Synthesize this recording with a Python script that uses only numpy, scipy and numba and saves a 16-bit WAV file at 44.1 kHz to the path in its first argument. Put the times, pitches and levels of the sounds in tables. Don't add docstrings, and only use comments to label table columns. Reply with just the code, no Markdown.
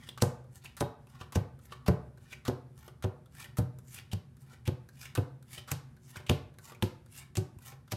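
import sys
import numpy as np
from scipy import signal
from scipy.fft import rfft, irfft
from scipy.io import wavfile
from scipy.ndimage import uniform_filter1d
from numba import njit

SR = 44100
rng = np.random.default_rng(int(sys.argv[2]) if len(sys.argv) > 2 else 0)


def boost(x):
    u = np.asarray(x, float) / 20
    return 10 ** u


def generate_wav(signal):
    frames = np.transpose(np.atleast_2d(signal))
    scaled = np.clip(frames, -1, 1) * 32767
    pcm = np.round(scaled).astype(np.int16)
    wavfile.write(sys.argv[1], SR, pcm)


N = 351036

# (pitch [Hz], level [dB], time to fade by 60 dB [s])
DEEP_MODES = [(67.4, 1, 0.75), (88.5, 0.5, 0.44), (101.3, 10.5, 0.15), (124, -2.5, 0.53), (151, -1, 0.072)]
MIDDLE_MODES = [(178.6, 3, 0.11), (206, -4.5, 0.063), (254, -4, 0.096), (323, -14, 0.053)]
UPPER_MODES = [(312, -36, 0.032), (373.3, 6.5, 0.23), (446, 3.5, 0.056), (461, 1, 0.086), (508, 1.5, 0.05),
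               (588.5, 0, 0.17), (693, -16, 0.12), (735, -8, 0.07), (842, -11.5, 0.1), (958, -11, 0.097),
               (990, -43, 0.0447), (1206, -8, 0.058), (1400, -9, 0.024)]
# (frequency [Hz], level [dB])
SCRAPE_TONE = [(1180, 5), (2000, 4), (3310, -5.5), (5490, 0.5), (7310, 4), (10300, 4.5), (13000, 4),
               (16000, -11)]


def unit(x):
    return x / np.sqrt(np.mean(x ** 2) + 1e-30)


def match(x, model):
    return unit(x) * np.sqrt(np.mean(model ** 2))


def colour(x, points):
    hz, db = np.transpose(points)
    f = np.maximum(np.fft.rfftfreq(len(x), 1 / SR), 1)
    return irfft(rfft(x) * boost(np.interp(np.log(f), np.log(hz), db)), len(x))


@njit
def band(x, hz, share):
    y, b, l = np.empty(len(x)), 0., 0.
    for i in range(len(x)):
        g = np.tan(np.pi * hz[i] / SR)
        v = (b + g * (x[i] - l)) / (1 + g * (g + share))
        b, l, y[i] = 2 * v - b, l + 2 * g * v, share * v
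    return y


def walk(rate_hz):
    k = int(SR / rate_hz)
    return uniform_filter1d(np.repeat(rng.standard_normal(N // k + 1), k), k)[:N]


def rough(count, spread_db):
    grain_db = spread_db * np.repeat(rng.standard_normal(count // 32), 32)
    return rng.standard_normal(count) * boost(grain_db)


def add(out, s, x):
    i = int(s * SR)
    out[i:i + len(x)] += x[:len(out) - i]


def hum():
    # (frequency [Hz], level [dB])
    floor_points = [(18, -63.5), (30, -10.5), (129, 4), (184, -9), (244, -3.5), (299, -29.5), (714, -42),
                    (1580, -29.5),
                    (2700, -44), (7690, -44), (9200, -40), (13500, -45.5), (14600, -93)]
    # (pitch [Hz], width [Hz], level [dB])
    booms = [(72, 5.9, -65.5), (120.4, 6.3, -61), (135.9, 4, -58.5), (243, 8.3, -78.5), (365, 11.4, -76.5)]
    out = boost(-58.5) * unit(colour(rng.standard_normal(N), floor_points))
    out *= boost(1.4 * walk(16.0))
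    for hz, width_hz, db in booms:
        boom = band(rng.standard_normal(N), np.full(N, 1. * hz), width_hz / hz)
        out += boost(db + 0.28 * walk(2.68)) * unit(boom)
    return out


def room(x):
    # (pitch [Hz], time to fade by 60 dB [s], level [dB])
    echo_bands = [(130, 0.23, -5), (251, 0.23, -12.5), (442, 0.48, -10), (824, 0.54, -10),
                  (1400, 0.47, -12), (2500, 0.27, -15), (4470, 0.33, -14.5), (8900, 0.19, -17.5),
                  (13000, 0.23, -19.5)]
    t = np.arange(int(.7 * SR)) / SR
    tail = 0
    for hz, t60, db in echo_bands:
        part = band(rng.standard_normal(len(t)), np.full(len(t), 1. * hz), 0.63) * boost(-60 * t / t60)
        tail = tail + boost(db) * part / np.sqrt(np.sum(part ** 2) / hz * 8000)
    tail = tail * np.clip((t - .003) / 0.0009, 0, 1)
    return signal.fftconvolve(x, tail)[:N]


def ring_table(modes, push):
    spot_db, detune = -2.5, 0.025
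    resting_s, damped_db = 0.024, -6
    t = np.arange(SR // 2) / SR
    hz, db, t60 = np.transpose(modes + modes)[:, :, None]
    chance = rng.standard_normal((2, len(hz), 1))
    fade = boost(db + spot_db * chance[0] - 60 * t / t60)
    ring = fade * np.sin(2 * np.pi * hz * (1 + detune * chance[1]) * t)
    ring = signal.fftconvolve(ring.sum(axis=0), np.gradient(push))[:len(t)]
    ring = ring * boost(damped_db * np.clip((t - resting_s) / 0.014, 0, 1))
    return ring / np.sqrt(np.mean(ring[:SR // 40] ** 2))


def leans():
    # (time [s], level [dB])
    lean_times = [
        (1.029, -55),
        (1.209, -37.5),
        (5.58, -44),
        (6.166, -37.5),
        (6.454, -45),
        (7.563, -38.5),
    ]
    out = np.zeros(N)
    for s, db in lean_times:
        add(out, s, boost(db - 7.5) * ring_table(DEEP_MODES, np.hanning(SR // 200)))
    return out


def strokes():
    # (fastest moment [s], swell [s], scrape level [dB],
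    # flexing card against scrape [dB], strongest mode [Hz])
    pushes = [(0.04, 0.18, -66, 4, 1800), (0.572, 0.074, -56, -11, 1720), (1.105, 0.044, -64, -3, 1400),
              (1.655, 0.065, -58.5, -9, 1500), (2.245, 0.092, -66.5, -2.5, 1450),
              (2.795, .055, -58, -12, 1430), (3.415, 0.099, -47, -5.5, 1950),
              (3.952, 0.11, -45.5, -20, 2300), (4.42, 0.045, -63, -20, 1500),
              (5.03, 0.11, -48.5, -12, 2300), (5.545, 0.081, -46, -9.5, 2500),
              (6.11, 0.11, -53.5, -13.5, 2040), (6.655, 0.07, -54.5, -12, 1400),
              (7.185, 0.099, -46.5, -12, 2980), (7.67, 0.075, -48.5, -10, 1510)]
    # (fastest moment [s], swell [s], scrape level [dB],
    # flexing card against scrape [dB], strongest mode [Hz])
    pulls = [(0.08, 0.04, -62, 3, 3250), (0.652, 0.036, -54.5, 0.5, 2460), (1.155, 0.029, -71, 9.5, 1400),
             (1.21, 0.037, -64, 6.5, 1800), (1.725, 0.058, -64.5, 6.5, 2000),
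             (2.325, 0.074, -57.5, 1.5, 2250), (2.87, 0.11, -64.5, 4, 1520), (3.45, 0.088, -61, -1.5, 2410),
             (3.985, 0.065, -55.5, 0, 2500), (4.535, 0.14, -64.5, 3.5, 1490), (5.06, 0.06, -63.5, 8, 2300),
             (5.582, 0.037, -57.5, 3, 2560), (6.165, .05, -57, 4.5, 1700), (6.70, 0.092, -57, 3, 1220),
             (7.225, 0.088, -64.5, 1, 1540), (7.71, 0.086, -58, -0.5, 1110)]
    t = np.arange(N) / SR
    gain, bend, bend_hz = np.zeros(N), np.full(N, 1e-9), np.full(N, 2e-6)
    for rows, stop, quiver in ((pushes, 617, 310), (pulls, 700, 257)):
        for s, swell_s, db, flex_db, hz in rows:
            on = slice(max(int((s - .25) * SR), 0), int((s + .25) * SR))
            swell_db = db - 29 * (np.maximum(s - t[on], 0) / swell_s) ** 1.32
            after = np.maximum(t[on] - s, 0)
            flex = boost(swell_db + flex_db - quiver * after)
            gain[on] += boost(swell_db - stop * after)
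            bend[on] += flex
            bend_hz[on] += hz * flex
    return gain, bend, bend_hz / bend


def slides():
    card_hz = [862, 1080, 1420, 1850, 2300, 2880, 3480, 4800]
    gain, bend, strongest_hz = strokes()
    grains = rng.standard_normal(N) * boost(2.4 * rng.exponential(size=N)) * boost(2.7 * walk(300))
    scrape = colour(grains, SCRAPE_TONE)
    patches = 0
    for hz in 3000 * 1.2 ** np.arange(10):
        patches = patches + boost(4.5 * walk(28)) * band(scrape, hz * (1 + .03 * walk(15)), .2)
    flex = 0
    for mode_hz in card_hz:
        near_db = -10 * np.abs(np.log2(mode_hz / strongest_hz)) + 3.0 * walk(55)
        flex = flex + boost(near_db) * unit(band(grains, mode_hz * (1 + 0.049 * walk(14)), 0.076))
    return gain * boost(-3.0) * unit(patches) + bend * boost(1) * unit(flex)


def touches(rows, width, rise_s, dragged):
    out, t = np.zeros(N), np.arange(4096) / SR
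    for s, hiss_db, hz, ring_db, fade_s, knock_db in rows:
        grit, centre = rough(len(t), 1.8), np.full(len(t), 1. * hz)
        drag = np.exp(-t / fade_s)
        scuff = (1 - np.exp(-t / 0.00029)) * (0.33 * np.exp(-t / 0.00081) + dragged * drag)
        hiss = unit(colour(grit, SCRAPE_TONE)) * scuff
        ring = unit(band(grit, centre, width))
        ring += min(700 / hz, .6) ** 1.5 * unit(band(grit, 2.55 * centre, 1.5 * width))
        ring = ring * (1 - np.exp(-t / rise_s)) * drag
        add(out, s, boost(hiss_db - 4.5) * hiss + boost(ring_db + 1.5) * ring)
        add(out, s, -boost(knock_db - 17) * ring_table(MIDDLE_MODES + UPPER_MODES, np.hanning(40)))
    return out


def ticks():
    # (time [s], hiss peak [dB], ring pitch [Hz], ring level [dB])
    nail_taps = [(0.4419, -52, 1290, -62), (1.0698, -44, 1030, -54.5), (1.5903, -44, 1290, -53.5),
                 (1.655, -37, 1420, -75), (2.174, -44, 1530, -56), (3.2586, -43.5, 1330, -57),
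                 (3.3508, -35, 1650, -57), (4.368, -43, 1390, -61), (4.4186, -47, 1340, -82),
                 (4.8882, -34, 1630, -50), (5.426, -38, 1440, -60), (5.508, -52, 1880, -59),
                 (5.966, -44.5, 1590, -57.5), (6.54, -48, 1480, -59), (6.5856, -32, 1500, -46.5),
                 (7.061, -40, 1410, -56.5), (7.1451, -42, 2720, -56), (7.5872, -37.5, 1010, -60),
                 (7.616, -49, 1480, -58)]
    # (time [s], hiss peak [dB], ring pitch [Hz], ring level [dB], table knock [dB])
    deck_snaps = [(0.0882, -26.5, 3290, -34.5, -43.5), (0.6458, -28.5, 1420, -46.5, -64),
                  (0.6552, -46, 2630, -39, -52), (0.804, -50, 3840, -34, -70),
                  (1.2109, -41, 1140, -36, -38), (1.721, -39, 1147, -36, -39),
                  (2.1814, -45, 1104, -65, -51), (2.3277, -40, 2290, -34, -44.5),
                  (2.8791, -30, 1200, -48, -38.5), (3.4426, -31.5, 2870, -45, -46.5),
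                  (3.7865, -32, 1380, -59, -47.5), (3.977, -38, 2500, -45, -51),
                  (4.5318, -42, 1360, -58, -50), (5.0285, -45, 1440, -45.5, -61),
                  (5.0536, -30, 2240, -35.5, -56), (5.5771, -50, 3000, -38.5, -41),
                  (6.1574, -47, 1470, -38.5, -43.5), (6.168, -23.5, 2240, -40.5, -60),
                  (6.2, -54, 990, -50, -40), (6.7201, -35, 1210, -47.5, -41), (6.7471, -39, 2380, -50, -49),
                  (7.727, -48, 2430, -55, -45)]
    # (time [s], hiss peak [dB], ring pitch [Hz],
    # ring level [dB], fade [s])
    edge_taps = [(0.1758, -36.5, 1230, -39, 0.0059), (0.203, -52, 2600, -45, 0.0054),
                 (0.7672, -32, 1430, -48, 0.018), (1.3223, -31.5, 1050, -43, 0.009),
                 (1.8613, -37, 1030, -37.5, 0.0086), (2.4505, -36, 1300, -40, 0.016),
                 (3.0239, -35, 1370, -43, 0.0091), (3.5701, -30.5, 1400, -46, 0.015),
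                 (4.1142, -48, 3080, -41.5, 0.0088), (4.6534, -45, 2500, -47.5, 0.014),
                 (5.1509, -22.5, 1400, -31.5, 0.0071), (5.676, -41, 1360, -45, 0.025),
                 (6.264, -52, 2670, -41, 0.0076), (7.3537, -26, 2740, -33, 0.0037),
                 (7.877, -47, 1260, -53, 0.0051)]
    nails = [(s, hiss, hz, ring, 0.0049, ring - 6.5) for s, hiss, hz, ring in nail_taps]
    snaps = [(s, hiss, hz, ring, .0052, knock) for s, hiss, hz, ring, knock in deck_snaps]
    edges = [(s, hiss, hz, ring, fade_s, ring - 10) for s, hiss, hz, ring, fade_s in edge_taps]
    deck = touches(nails + snaps, width=0.089, rise_s=0.0023, dragged=0.11)
    return deck + touches(edges, width=0.3, rise_s=0.0038, dragged=0.26)


def cracks():
    # (time [s], level [dB], air pocket pitch [Hz], pocket lift [dB], share of early rush)
    air_bursts = [(0.2197, -17, 8000, 14, 0.27), (0.8068, -22, 11500, 4, .25),
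                  (1.3547, -20.5, 1800, 7.5, 0.49), (1.8806, -21.5, 1830, 9, 0.39),
                  (2.4791, -20, 4580, 3, 0.4), (3.0395, -29.5, 2580, 10.5, 0.31),
                  (3.5831, -23.5, 10900, 6, 0.33), (4.1287, -27.5, 3900, 4, .36),
                  (4.6745, -24, 2960, 8, 0.4), (5.175, -26.5, 2700, 5.5, 0.48),
                  (5.714, -19, 7360, 5.5, 0.28), (6.294, -16, 2900, 10.5, .2), (6.8235, -20, 2980, 3, .08),
                  (7.3698, -19, 7440, 10.5, .36), (7.9193, -19.5, 5550, 5, .3)]
    # (frequency [Hz], level [dB])
    air_tone = [(470, -43), (800, -2), (1970, -5.5), (2600, -3), (4180, -5), (10600, -10.5), (11700, -6),
                (16000, -23)]
    near, far, lead = np.zeros(N), np.zeros(N), 1024
    t = (np.arange(4096) - lead) / SR
    after = np.maximum(t, 0)
    early = np.exp(t / 0.0045) * (t < 0)
    late = 0.41 * np.exp(-after / 0.0087) * (t >= 0)
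    burst = (after / 0.0029) * np.exp(1 - after / 0.0018) + late
    puff = colour(1. * (t == 0), air_tone)
    hz = 900 * 1.3 ** np.arange(11)
    for s, db, pocket_hz, lift_db, rush in air_bursts:
        hump_db = lift_db * np.exp(-(np.log2(hz / pocket_hz) / 0.56) ** 2)
        pocket = np.transpose([hz, hump_db + 3.3 * rng.standard_normal(11)])
        air = unit(colour(colour(rough(len(t), 5.36), air_tone), pocket))
        crack = boost(db - 10.5) * (burst + rush * early) * air
        even_puff = colour(puff, np.transpose([hz, 0.78 * hump_db]))
        add(near, s - lead / SR, crack)
        add(far, s - lead / SR, match(even_puff, crack))
    return near, far


def fingers(push_s):
    out = np.zeros(SR // 30)
    pad = np.hanning(int(push_s * SR))
    late = np.array([0, .006, .013]) * (1 + 0.19 * rng.standard_normal(3))
    for late_s, db in zip(late, [0, -3, -4]):
        add(out, late_s, boost(db) * pad)
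    return out


def knocks():
    # (time [s], deep modes level [dB], middle modes level [dB], strongest deep pitch [Hz],
    # strongest upper pitch [Hz])
    finger_hits = [(0.2222, -23, -26.5, 152, 600), (0.8093, -32.5, -30, 125, 736),
                   (1.3572, -25.5, -32, 122, 500), (1.8831, -20.5, -25, 129, 443),
                   (2.482, -30, -30, 105, 414), (3.0421, -29, -33.5, 124, 480),
                   (3.5855, -24.5, -36.5, 113, 650), (4.1314, -32, -46.5, 110, 400),
                   (4.677, -27, -35.5, 130, 430), (5.1772, -26.5, -30, 98, 370),
                   (5.7166, -33.5, -42.5, 129, 650), (6.2967, -23, -26.5, 98, 397),
                   (6.8257, -27.5, -31.5, 96, 370), (7.3723, -29.5, -33.5, 96, 350),
                   (7.9227, -37, -36.5, 120, 650)]
    near, far = np.zeros(N), np.zeros(N)
    first = np.exp(-np.arange(SR // 2) / SR / .011)
    for s, deep_db, middle_db, deep_hz, upper_hz in finger_hits:
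        upper_db = middle_db - 0.35 - 0.53 * s
        deep = [(f, db - 16 * abs(np.log2(f / deep_hz)), t60) for f, db, t60 in DEEP_MODES]
        upper = [(f, db - 9 * abs(np.log2(f / upper_hz)), t60) for f, db, t60 in UPPER_MODES]
        groups = ((deep, deep_db, .0035, 1), (MIDDLE_MODES, middle_db, .0018, first),
                  (upper, upper_db, .0006, first))
        for modes, db, push_s, heard in groups:
            knock = -boost(db) * ring_table(modes, fingers(push_s))
            add(near, s, knock)
            add(far, s, match(knock * heard, knock))
    return near, far


def scene():
    crack_near, crack_far = cracks()
    knock_near, knock_far = knocks()
    small = ticks() + slides()
    direct = crack_near + knock_near + small
    echoes = room(crack_far + knock_far + small)
    return (direct + echoes + hum() + leans())[None]


def roll_off(x):
    return signal.sosfilt(signal.butter(12, 16500, fs=SR, output="sos"), x)


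def record(dry):
    x = signal.sosfilt(signal.butter(2, 45., "high", fs=SR, output="sos"), dry)
    x = signal.sosfilt(signal.ellip(8, .3, 50, 15900, fs=SR, output="sos"), x)
    return roll_off(x)


dry = scene()
out = record(dry)
generate_wav(out)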